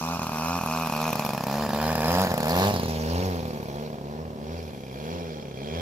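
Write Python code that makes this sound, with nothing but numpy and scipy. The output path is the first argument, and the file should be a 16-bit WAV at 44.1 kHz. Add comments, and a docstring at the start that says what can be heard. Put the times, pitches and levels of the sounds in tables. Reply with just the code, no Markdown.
"""A small two-stroke engine drives a model plane slowly towards the listener, past on the right and away.
At low throttle it keeps missing turns; short blips of throttle make it catch and rise in pitch.
Each firing is an impulse, filtered into a pop that rings the silencer and adds a fine high sizzle.
The propeller rasps as noise surging with the firings; scattered reflections give the echo of field and trees.
Faint filtered noise is the air of the open field."""
import sys
import numpy as np
from scipy import signal
from scipy.fft import rfft, irfft
from scipy.io import wavfile
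from scipy.ndimage import uniform_filter1d, map_coordinates

SR = 44100
rng = np.random.default_rng(int(sys.argv[2]) if len(sys.argv) > 2 else 0)


def generate_wav(signal):
    """Clip the signal to [-1, 1] and save it as 16-bit WAV at the path in sys.argv[1]."""
    frames = np.transpose(np.atleast_2d(signal))
    scaled = np.clip(frames, -1, 1) * 32767
    pcm = np.round(scaled).astype(np.int16)
    wavfile.write(sys.argv[1], SR, pcm)


N = 256203
TIME = np.arange(N) / SR
CRUISE_HZ = 83.8  # turns per second at which the throttle neither adds nor takes level

# Runs of missed turns while the engine sags, mostly every second turn:
# first_miss_s, last_miss_s, turns_from_miss_to_miss, mean_loss_db
STUMBLES = [(.182, .206, 2, -15), (.256, .306, 2, -14), (.6, .649, 2, -14), (.885, .911, 2, -12),
            (1.117, 1.142, 2, -13), (1.169, 1.182, 1, -8), (1.209, 1.222, 1, -7), (1.236, 1.363, 3, -12),
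            (1.393, 1.453, 2, -14), (1.677, 1.719, 3, -12), (1.941, 1.967, 2, -10), (2.259, 2.281, 2, -8),
            (2.293, 2.304, 1, -7), (2.328, 2.353, 2, -12), (2.366, 2.417, 2, -11), (2.719, 2.73, 1, -9),
            (2.751, 2.773, 2, -6), (2.785, 2.808, 2, -9), (2.82, 2.87, 2, -12), (3.417, 3.52, 2, -8),
            (3.587, 3.671, 2, -12), (3.889, 3.916, 2, -8), (3.971, 4.028, 2, -11), (4.24, 4.373, 2, -7),
            (4.614, 4.719, 4, -7), (4.762, 4.867, 2, -7), (5.411, 5.558, 2, -7)]

# "aspect" throughout: 0 nose-on, 1 side-on, 2 tail-on


def gain_of(db):
    """Level to amplitude: 20 dB is a factor of ten."""
    return 10 ** (np.asarray(db) / 20)


def evened(x):
    """Normalisation of the mean power to 1."""
    return x / np.sqrt(np.mean(x ** 2) + 1e-20)


def curves(rows):
    """Linear interpolation of each column of a time table, at every sample."""
    s, *columns = np.transpose(rows)
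    return [np.interp(TIME, s, column) for column in columns]


def spectra(rows, hz):
    """Interpolation of each column of a frequency table along a logarithmic frequency axis."""
    table_hz, *columns = np.transpose(rows)
    return [np.interp(np.log(hz + 1), np.log(table_hz + 1), column) for column in columns]


def coloured(x, rows, size=4096):
    """Minimum-phase filtering: log gain and phase are a Hilbert pair; one output for each table column."""
    hz = abs(np.fft.fftfreq(size, 1 / SR))
    log_gain = np.log(gain_of(spectra(rows, hz)))
    response = np.exp(np.conj(signal.hilbert(log_gain)))
    taps = np.fft.ifft(response).real[:, :size // 2]
    return signal.oaconvolve(x[None], taps, axes=1)[:, :N]


def blend(layers, position):
    """Linear crossfade between layers as position runs from 0 to the last."""
    position = np.clip(position, 0, len(layers) - 1)
    return sum(x * np.maximum(1 - abs(position - k), 0) for k, x in enumerate(layers))


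def at_level(x, db, size=3000):
    """Slow power normalisation to a level curve; single pops keep their contrast."""
    power = uniform_filter1d((x ** 2).mean(0), size)
    power = uniform_filter1d(power, size)
    return x * gain_of(db) / np.sqrt(abs(power) + 1e-20)


def bursts(pops, decay_s):
    """Envelope by convolution, of mean 1: it swells and dies exponentially after each firing."""
    u = np.arange(2000) / SR / decay_s
    envelope = abs(signal.oaconvolve(pops, u * np.exp(-u))[:N])
    return envelope / envelope.mean()


def noise():
    """White noise: equal mean power at every frequency."""
    return rng.standard_normal(N)


def placed(x, lag):
    """Interaural delay: the sound reaches the nearer ear first; lag is that of the left, in samples."""
    left, right = (map_coordinates(x, [np.arange(N) + side * lag / 2], order=3, mode="nearest")
                   for side in (-1, 1))
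    return np.array([left, right])


def echo(x, alike_hz=900):
    """Diffuse reflection: sparse scattered taps decay exponentially; the bass is alike at both ears."""
    # Echo from the field and the tree line: frequency_hz, t60_s, level_db
    echo_table = [(79, 0.52, 1.5), (229, 0.64, -15.5), (500, 0.52, -2.5), (1390, 0.82, -14),
                  (4060, 0.37, 0.5)]
    taps = np.zeros((2, SR))
    # one tap of random sign in each stretch of 20 samples
    start = np.arange(200, SR - 20, 20)
    tap_at = start + rng.integers(0, 20, (2, len(start)))
    np.put_along_axis(taps, tap_at, rng.choice([-1., 1.], (2, len(start))), 1)
    hz, t, z = signal.stft(taps, SR, nperseg=256)
    same = 1 / (1 + (hz[:, None] / alike_hz / 2) ** 2)
    z[1] = same * z[0] + np.sqrt(1 - same ** 2) * z[1]
    t60, db = spectra(echo_table, hz)
    z *= gain_of(db[:, None] - 60 * t / t60[:, None])
    tail = signal.istft(z, SR, nperseg=256)[1]
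    # mean power gain of 1 between 100 and 1500 Hz
    tail /= np.sqrt(np.mean(abs(rfft(tail, SR)[:, 100:1500]) ** 2))
    return signal.fftconvolve(x[None], tail, axes=1)[:, :N]


def moving_echo(x, renew_s=0.4557, count=3):
    """Equal-power crossfade: as the plane moves, new reflections take over from the old."""
    place = (TIME / renew_s - np.arange(count)[:, None]) % count
    return sum(echo(x * np.sin(np.pi / 2 * np.minimum(p, 2))) for p in place)


def flicker(x, depth_db, patchy_db=2.5, order=7, size=9):
    """Random amplitude modulation: the sound flickers as a whole and in patches of time and frequency."""
    z = signal.stft(x, nperseg=512, noverlap=384)[2]
    chance = uniform_filter1d(rng.standard_normal(z.shape[1:]), order, axis=1)
    whole = evened(chance[0])
    patches = evened(uniform_filter1d(chance, size, axis=0))
    z = z * gain_of(depth_db * whole + patchy_db * patches)
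    return signal.istft(z, nperseg=512, noverlap=384)[1][:, :N]


def crankshaft():
    """Rotation rate in turns per second: a linear climb after each catch, then an exponential sag."""
    # The engine catches, gains speed steadily, then sags until it catches again:
    # catch_s, catch_speed_hz, top_s, top_speed_hz, sag_time_constant_s
    surges = [(0.0, 78.59, 0.141, 85.78, 0.15), (0.365, 76.89, 0.565, 87.73, 0.08),
              (0.694, 79.14, 0.819, 82.36, 0.15), (0.951, 75.42, 1.075, 80.1, 1.15),
              (1.443, 65.39, 1.613, 74.96, 0.3), (1.721, 71.25, 1.917, 81.04, 0.07),
              (2.016, 76.42, 2.234, 96.84, 0.09), (2.448, 75.92, 2.699, 104.49, 0.07),
              (3.044, 77.85, 3.262, 95.36, 0.22), (3.726, 69.53, 3.839, 77.86, 0.68),
              (4.029, 69.29, 4.229, 80.68, 0.74), (4.384, 70.55, 4.579, 85.94, 0.17),
              (4.912, 64.23, 5.161, 88.5, 0.84), (5.561, 64.49, 5.855, 91.59, 0.2)]
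    speed = np.zeros(N)
    # the last sag heads for 70 turns per second at 6 s
    following = [row[:2] for row in surges[1:]] + [(6, 70)]
    for (catch_s, low_hz, top_s, top_hz, sag_s), (next_s, next_hz) in zip(surges, following):
        climb = np.interp(TIME, [catch_s, top_s], [low_hz, top_hz])
        sag = np.expm1(-np.maximum(TIME - top_s, 0) / sag_s) / np.expm1(-(next_s - top_s) / sag_s)
        speed = np.where(TIME >= catch_s, climb + (next_hz - top_hz) * sag, speed)
    return speed


def loudness(speed, throttle_lead_s=0.039, size=2600):
    """Load dependence of each layer's level: throttle raises it ahead of speed; stumbling shifts it."""
    # Levels at cruising speed as distance and aspect change:
    # time_s, exhaust_thump_db, exhaust_bark_db, silencer_ring_db, propeller_rasp_db, sizzle_db
    cruise_levels = [(0.0, -33.5, -33.5, -45, -39.5, -47.5), (0.7, -32, -30, -39.0, -39.5, -43),
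                     (1.2, -29.5, -27.5, -37, -37.5, -39), (1.6, -27, -27, -47.5, -36.5, -46),
                     (2.05, -28, -26.5, -38.5, -37.5, -40), (2.6, -29, -27.5, -48, -38.6, -38),
                     (2.92, -28.5, -32, -69, -39, -50), (3.2, -29, -32.9, -54, -45, -51),
                     (3.7, -33.5, -33.5, -53.1, -47.5, -57), (4.3, -35.5, -38, -69, -57, -65),
                     (4.6, -35.5, -38.5, -53.5, -49.5, -60), (5.05, -36, -37, -50.5, -49.5, -58.5),
                     (5.45, -35.5, -36.5, -52, -48, -65), (5.81, -34, -35.5, -42.5, -48.5, -61)]
    # Response of thump, bark, ring, rasp and sizzle, one row each:
    # db_per_doubling_of_speed, db_while_stumbling
    load = [(16, 0.45), (16.5, 0), (1, -2.5), (19.5, -0.5), (2, -0.2)]
    stumbling = sum(1. * ((TIME > first_s) & (TIME < last_s + every / speed))
                    for first_s, last_s, every, _ in STUMBLES)
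    stumbling = uniform_filter1d(np.minimum(stumbling, 1), size)
    coming_speed = np.interp(TIME + throttle_lead_s, TIME, speed)
    throttle = uniform_filter1d(np.log2(coming_speed / CRUISE_HZ), size)
    return [db + speed_db * throttle + stumble_db * stumbling
            for db, (speed_db, stumble_db) in zip(curves(cruise_levels), load)]


def firings(speed, uneven_db=0.66, late_s=0.00156, jitter_s=.00003, miss_spread_db=1.5, after_miss_db=2.5):
    """Two-stroke cycle: one impulse a turn; a misfire is weak and late, and the next firing is harder."""
    turns = np.cumsum(speed) / SR
    s = np.interp(np.arange(1, int(turns[-1]) + 1), turns, TIME)
    chance = rng.standard_normal((len(s), 3))
    burn = np.ones(len(s))
    for first_s, last_s, every, loss_db in STUMBLES:
        first, last = np.argmin(abs(s - first_s)), np.argmin(abs(s - last_s))
        missed = np.arange(first, last + 1, every)
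        burn[missed] = gain_of(loss_db + miss_spread_db * chance[missed, 2])
    s = s + late_s * (1 - burn) + jitter_s * chance[:, 0]
    # unburnt fuel makes the next firing harder
    unburnt = 1 - np.roll(burn, 1)
    strength = burn * gain_of(uneven_db * chance[:, 1] + after_miss_db * unburnt)
    pops = np.zeros(N)
    pops[np.clip(np.round(s * SR).astype(int), 0, N - 1)] = strength
    return pops


def fattened(thump, speed, below_hz=112, cruise_db=-1, octave_db=15):
    """Speed-dependent bass gain: harder running fattens the lowest tone."""
    lowest = signal.sosfiltfilt(signal.butter(4, below_hz, fs=SR, output="sos"), thump)
    gain = gain_of(cruise_db + octave_db * np.log2(speed / CRUISE_HZ))
    return thump + lowest * (gain - 1)


def dispersed(x, turn_hz=520):
    """All-pass phase dispersion: each pop becomes a push followed by an equally deep suck."""
    k = np.exp(-2 * np.pi * turn_hz / SR)
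    return signal.lfilter([k, -1], [1, -k], x)


def wash(db, apart=1.0):
    """Band-limited noise for the rumble of stirred air, partly uncorrelated between the ears."""
    band = signal.butter(1, [25, 150], "band", fs=SR, output="sos")
    both, left, right = signal.sosfilt(band, rng.standard_normal((3, N)))
    return gain_of(db) * evened(both + apart * np.array([left, right]))


def exhaust(pops, speed, aspect, lag, thump_db, bark_db, puff_db=-12, puff_s=0.0016,
            split_hz=315, steepening=0.77, wash_db=-20, thump_echo=0.72):
    """Directional pulse radiation: pops change colour with aspect, and the echo gains on them."""
    # Colour of one pop; the ground bounce cuts a notch:
    # frequency_hz, nose_on_db, side_on_db, tail_on_db
    pop_colour = [(39.8, -4, -14.5, -13), (73.8, 2, 20, 14), (129, 9.5, 23.5, 15.5), (199, 11, 25.5, 10),
                  (241, 12.5, 25.5, 13.5), (311, 1, 11.5, 2.5), (387, 2, 10, 9), (528, 4.5, 17.5, 7),
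                  (622, 10, 17.5, 2), (865, 13, 17, -3), (1206, 12.5, 9, -12), (1360, -1.5, -12, -27),
                  (1950, -37, -9.5, -18), (5040, -86, -40, -52.5)]
    # Turbulent gas in each pop: frequency_hz, nose_on_db, side_on_db, tail_on_db
    puff_colour = [(100, -4, 8, -33), (392, -16, -5.5, 5), (860, 0.5, 6, -0.5), (1220, 7, -7.5, -6),
                   (1756, -0.5, 7.5, -5.5), (2100, -51, -19, -49), (3100, -29, -5.5, -16),
                   (6100, -58, -47, -42.5)]
    wet = gain_of(np.interp(aspect, [0, 1, 1.8, 2], [-10, -8.5, -7.5, -6]))
    thump = blend([evened(x) for x in coloured(pops, pop_colour)], aspect)
    thump = fattened(thump, speed)
    # the bark takes its own power of the pop strength
    hard = pops ** steepening
    bark = blend([evened(x) for x in coloured(dispersed(hard), pop_colour)], aspect)
    gas = bursts(hard, puff_s) * noise()
    puff = blend([evened(x) for x in coloured(gas, puff_colour)], aspect)
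    bark = bark + gain_of(puff_db) * puff
    low = signal.butter(6, split_hz, fs=SR, output="sos")
    thump = signal.sosfiltfilt(low, thump)
    bark = bark - signal.sosfiltfilt(low, bark)
    thump = placed(thump, lag) + thump_echo * wet * moving_echo(thump)
    # the stirred air is heard from the side and from behind
    thump = thump + wash(wash_db) * np.minimum(aspect, 1) ** 2
    bark = placed(bark, lag) + wet * moving_echo(bark)
    return at_level(thump, thump_db) + at_level(bark, bark_db)


def silencer(pops, aspect, lag, db, kick_s=0.00036, rough=0.92, wet_db=-8, steepening=0.99):
    """Damped resonance with Doppler shift: each pop rings the modes, higher coming than going."""
    # Modes of the silencer: frequency_hz, width_hz, nose_on_db, side_on_db, tail_on_db
    modes = [(2445, 120, 8, 7.5, 10), (3357, 110, -15, -14, 10.5), (3950, 150, -11, -18, -29),
             (5050, 58, -24, 7.5, -27)]
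    doppler = 0.028  # plane's speed over the speed of sound
    hard = pops ** steepening
    drive = evened(hard) + rough * evened(bursts(hard, kick_s) * noise())
    drive = signal.sosfilt(signal.butter(2, [1900, 6500], "band", fs=SR, output="sos"), drive)
    heard_s = np.cumsum(1 + doppler * (1 - aspect)) / SR
    ring = np.zeros(N)
    for hz, width_hz, *view_db in modes:
        turn = np.exp(2j * np.pi * hz * heard_s)
        decay = np.exp(-np.pi * width_hz / SR)
        # shift the mode to zero frequency, let it decay there, shift it back
        mode = (turn * signal.lfilter([1], [1, -decay], drive / turn)).real
        ring += gain_of(blend(view_db, aspect)) * evened(mode)
    return at_level(placed(ring, lag) + gain_of(wet_db) * echo(ring), db)


def propeller(pops, aspect, lag, db, steady=4.8, tail_steady=3.6, swish_s=0.0024, scatter=0.85):
    """Modulated flow noise of blades and intake: it surges with each power stroke, most from behind."""
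    # Propeller and intake rasp: frequency_hz, nose_on_db, side_on_db, tail_on_db
    rasp_colour = [(800, -16.5, -6, -38), (1314, 16.5, 10.5, 6.5), (2040, -11, 4.5, 2), (2130, -1.5, 2, 7),
                   (2820, 3.5, 0.5, 4.5), (2970, -4, -4, 0.5), (3780, -4, 0.5, 0), (4270, 3.5, 2, 3.5),
                   (4500, -3, 2.5, -1), (4700, 1.5, 1, 2.5), (5680, 8, -3, 2.5), (7260, -4, -2.5, -9),
                   (8040, -15, -18, -27.5), (12500, -19, -10.5, -21)]
    surge = np.interp(aspect, [1, 1.7], [steady, tail_steady]) + bursts(pops, swish_s)
    direct, left, right = (blend(coloured(surge * noise(), rasp_colour), aspect) for _ in range(3))
    rasp = placed(direct, lag) + scatter * np.array([left, right])
    return flicker(at_level(rasp, db), depth_db=0.05)


def sizzle(pops, aspect, db, steady=1.0, burst_s=0.0012, flicker_db=1.5, far_edge_hz=13000,
           spread_db=2.4, steepening=2.4):
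    """Amplitude-modulated high noise that follows the firings: a fine sizzle, mostly at the left."""
    # Fine sizzle: frequency_hz, left_db, right_db
    sizzle_colour = [(5530, 3.5, -70), (7700, 2, -30), (7800, -8, -24), (10180, 2, -1.5), (11340, 5, -13),
                     (13600, 10, -44), (14700, -9, -36), (16700, -28, -37)]
    # How far each firing stands out of the steady sizzle: aspect, burst_share
    burst_share = [(0, .3), (.9, 1.3), (1.2, 3.2), (1.8, .06)]
    uneven = pops ** steepening * gain_of(spread_db * noise())
    envelope = steady + np.interp(aspect, *np.transpose(burst_share)) * bursts(uneven, burst_s)
    # independent noise at each ear
    near = np.array([coloured(envelope * noise(), sizzle_colour)[ear] for ear in range(2)])
    # duller as the plane leaves
    far = signal.sosfilt(signal.butter(6, far_edge_hz, fs=SR, output="sos"), near)
    hiss = blend([near, far], np.interp(aspect, [1.8, 1.9], [0, 1]))
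    return flicker(at_level(hiss, db), flicker_db)


def air(db=-49, apart=0.13):
    """Partly correlated ambient noise: the faint rumble and hiss of the open field."""
    # Still evening air: frequency_hz, relative_level_db_per_hz
    air_colour = [(20, -38), (50, -33), (120, -1), (400, 9.5), (1200, -21.5), (4000, -17), (8000, -27),
                  (15000, -42)]
    both, left, right = (evened(coloured(noise(), air_colour)[0]) for _ in range(3))
    return gain_of(db) * evened(both + apart * np.array([left, right]))


def scene():
    """Common excitation and superposition: one crankshaft drives every layer of the plane."""
    # Flight path: time_s, aspect, left_ear_lag_samples
    path = [(0, 0.18, -4.5), (.75, 0.04, -2), (1.2, 0.6, -1), (1.75, 1.02, 1.5), (2.25, 0.99, 6),
            (2.65, 1.37, 9.5), (3.0, 1.72, 14), (5.81, 2.04, 18)]
    # Difference between the two ears: frequency_hz, left_minus_right_db
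    balance = [(100, 0.5), (500, -1), (1100, -2), (1700, -1.5), (2500, 0), (3300, -5.5), (4500, -9.5),
               (6500, -1), (8000, 17)]
    aspect, lag = curves(path)
    speed = crankshaft()
    thump_db, bark_db, ring_db, rasp_db, sizzle_db = loudness(speed)
    pops = firings(speed)
    plane = exhaust(pops, speed, aspect, lag, thump_db, bark_db)
    plane = plane + silencer(pops, aspect, lag, ring_db)
    plane = plane + propeller(pops, aspect, lag, rasp_db)
    tilt_db = spectra(balance, np.fft.rfftfreq(N, 1 / SR))[0] / 2
    plane = irfft(rfft(plane) * gain_of([tilt_db, -tilt_db]), N)
    return plane + sizzle(pops, aspect, sizzle_db) + air()


def record(dry, edge_hz=15700):
    """Linear-phase low-pass filtering: the upper band limit."""
    taps = signal.firwin(511, edge_hz, window=("kaiser", 9), fs=SR)
    return signal.oaconvolve(dry, taps[None], "same")


dry = scene()
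out = record(dry)
generate_wav(out)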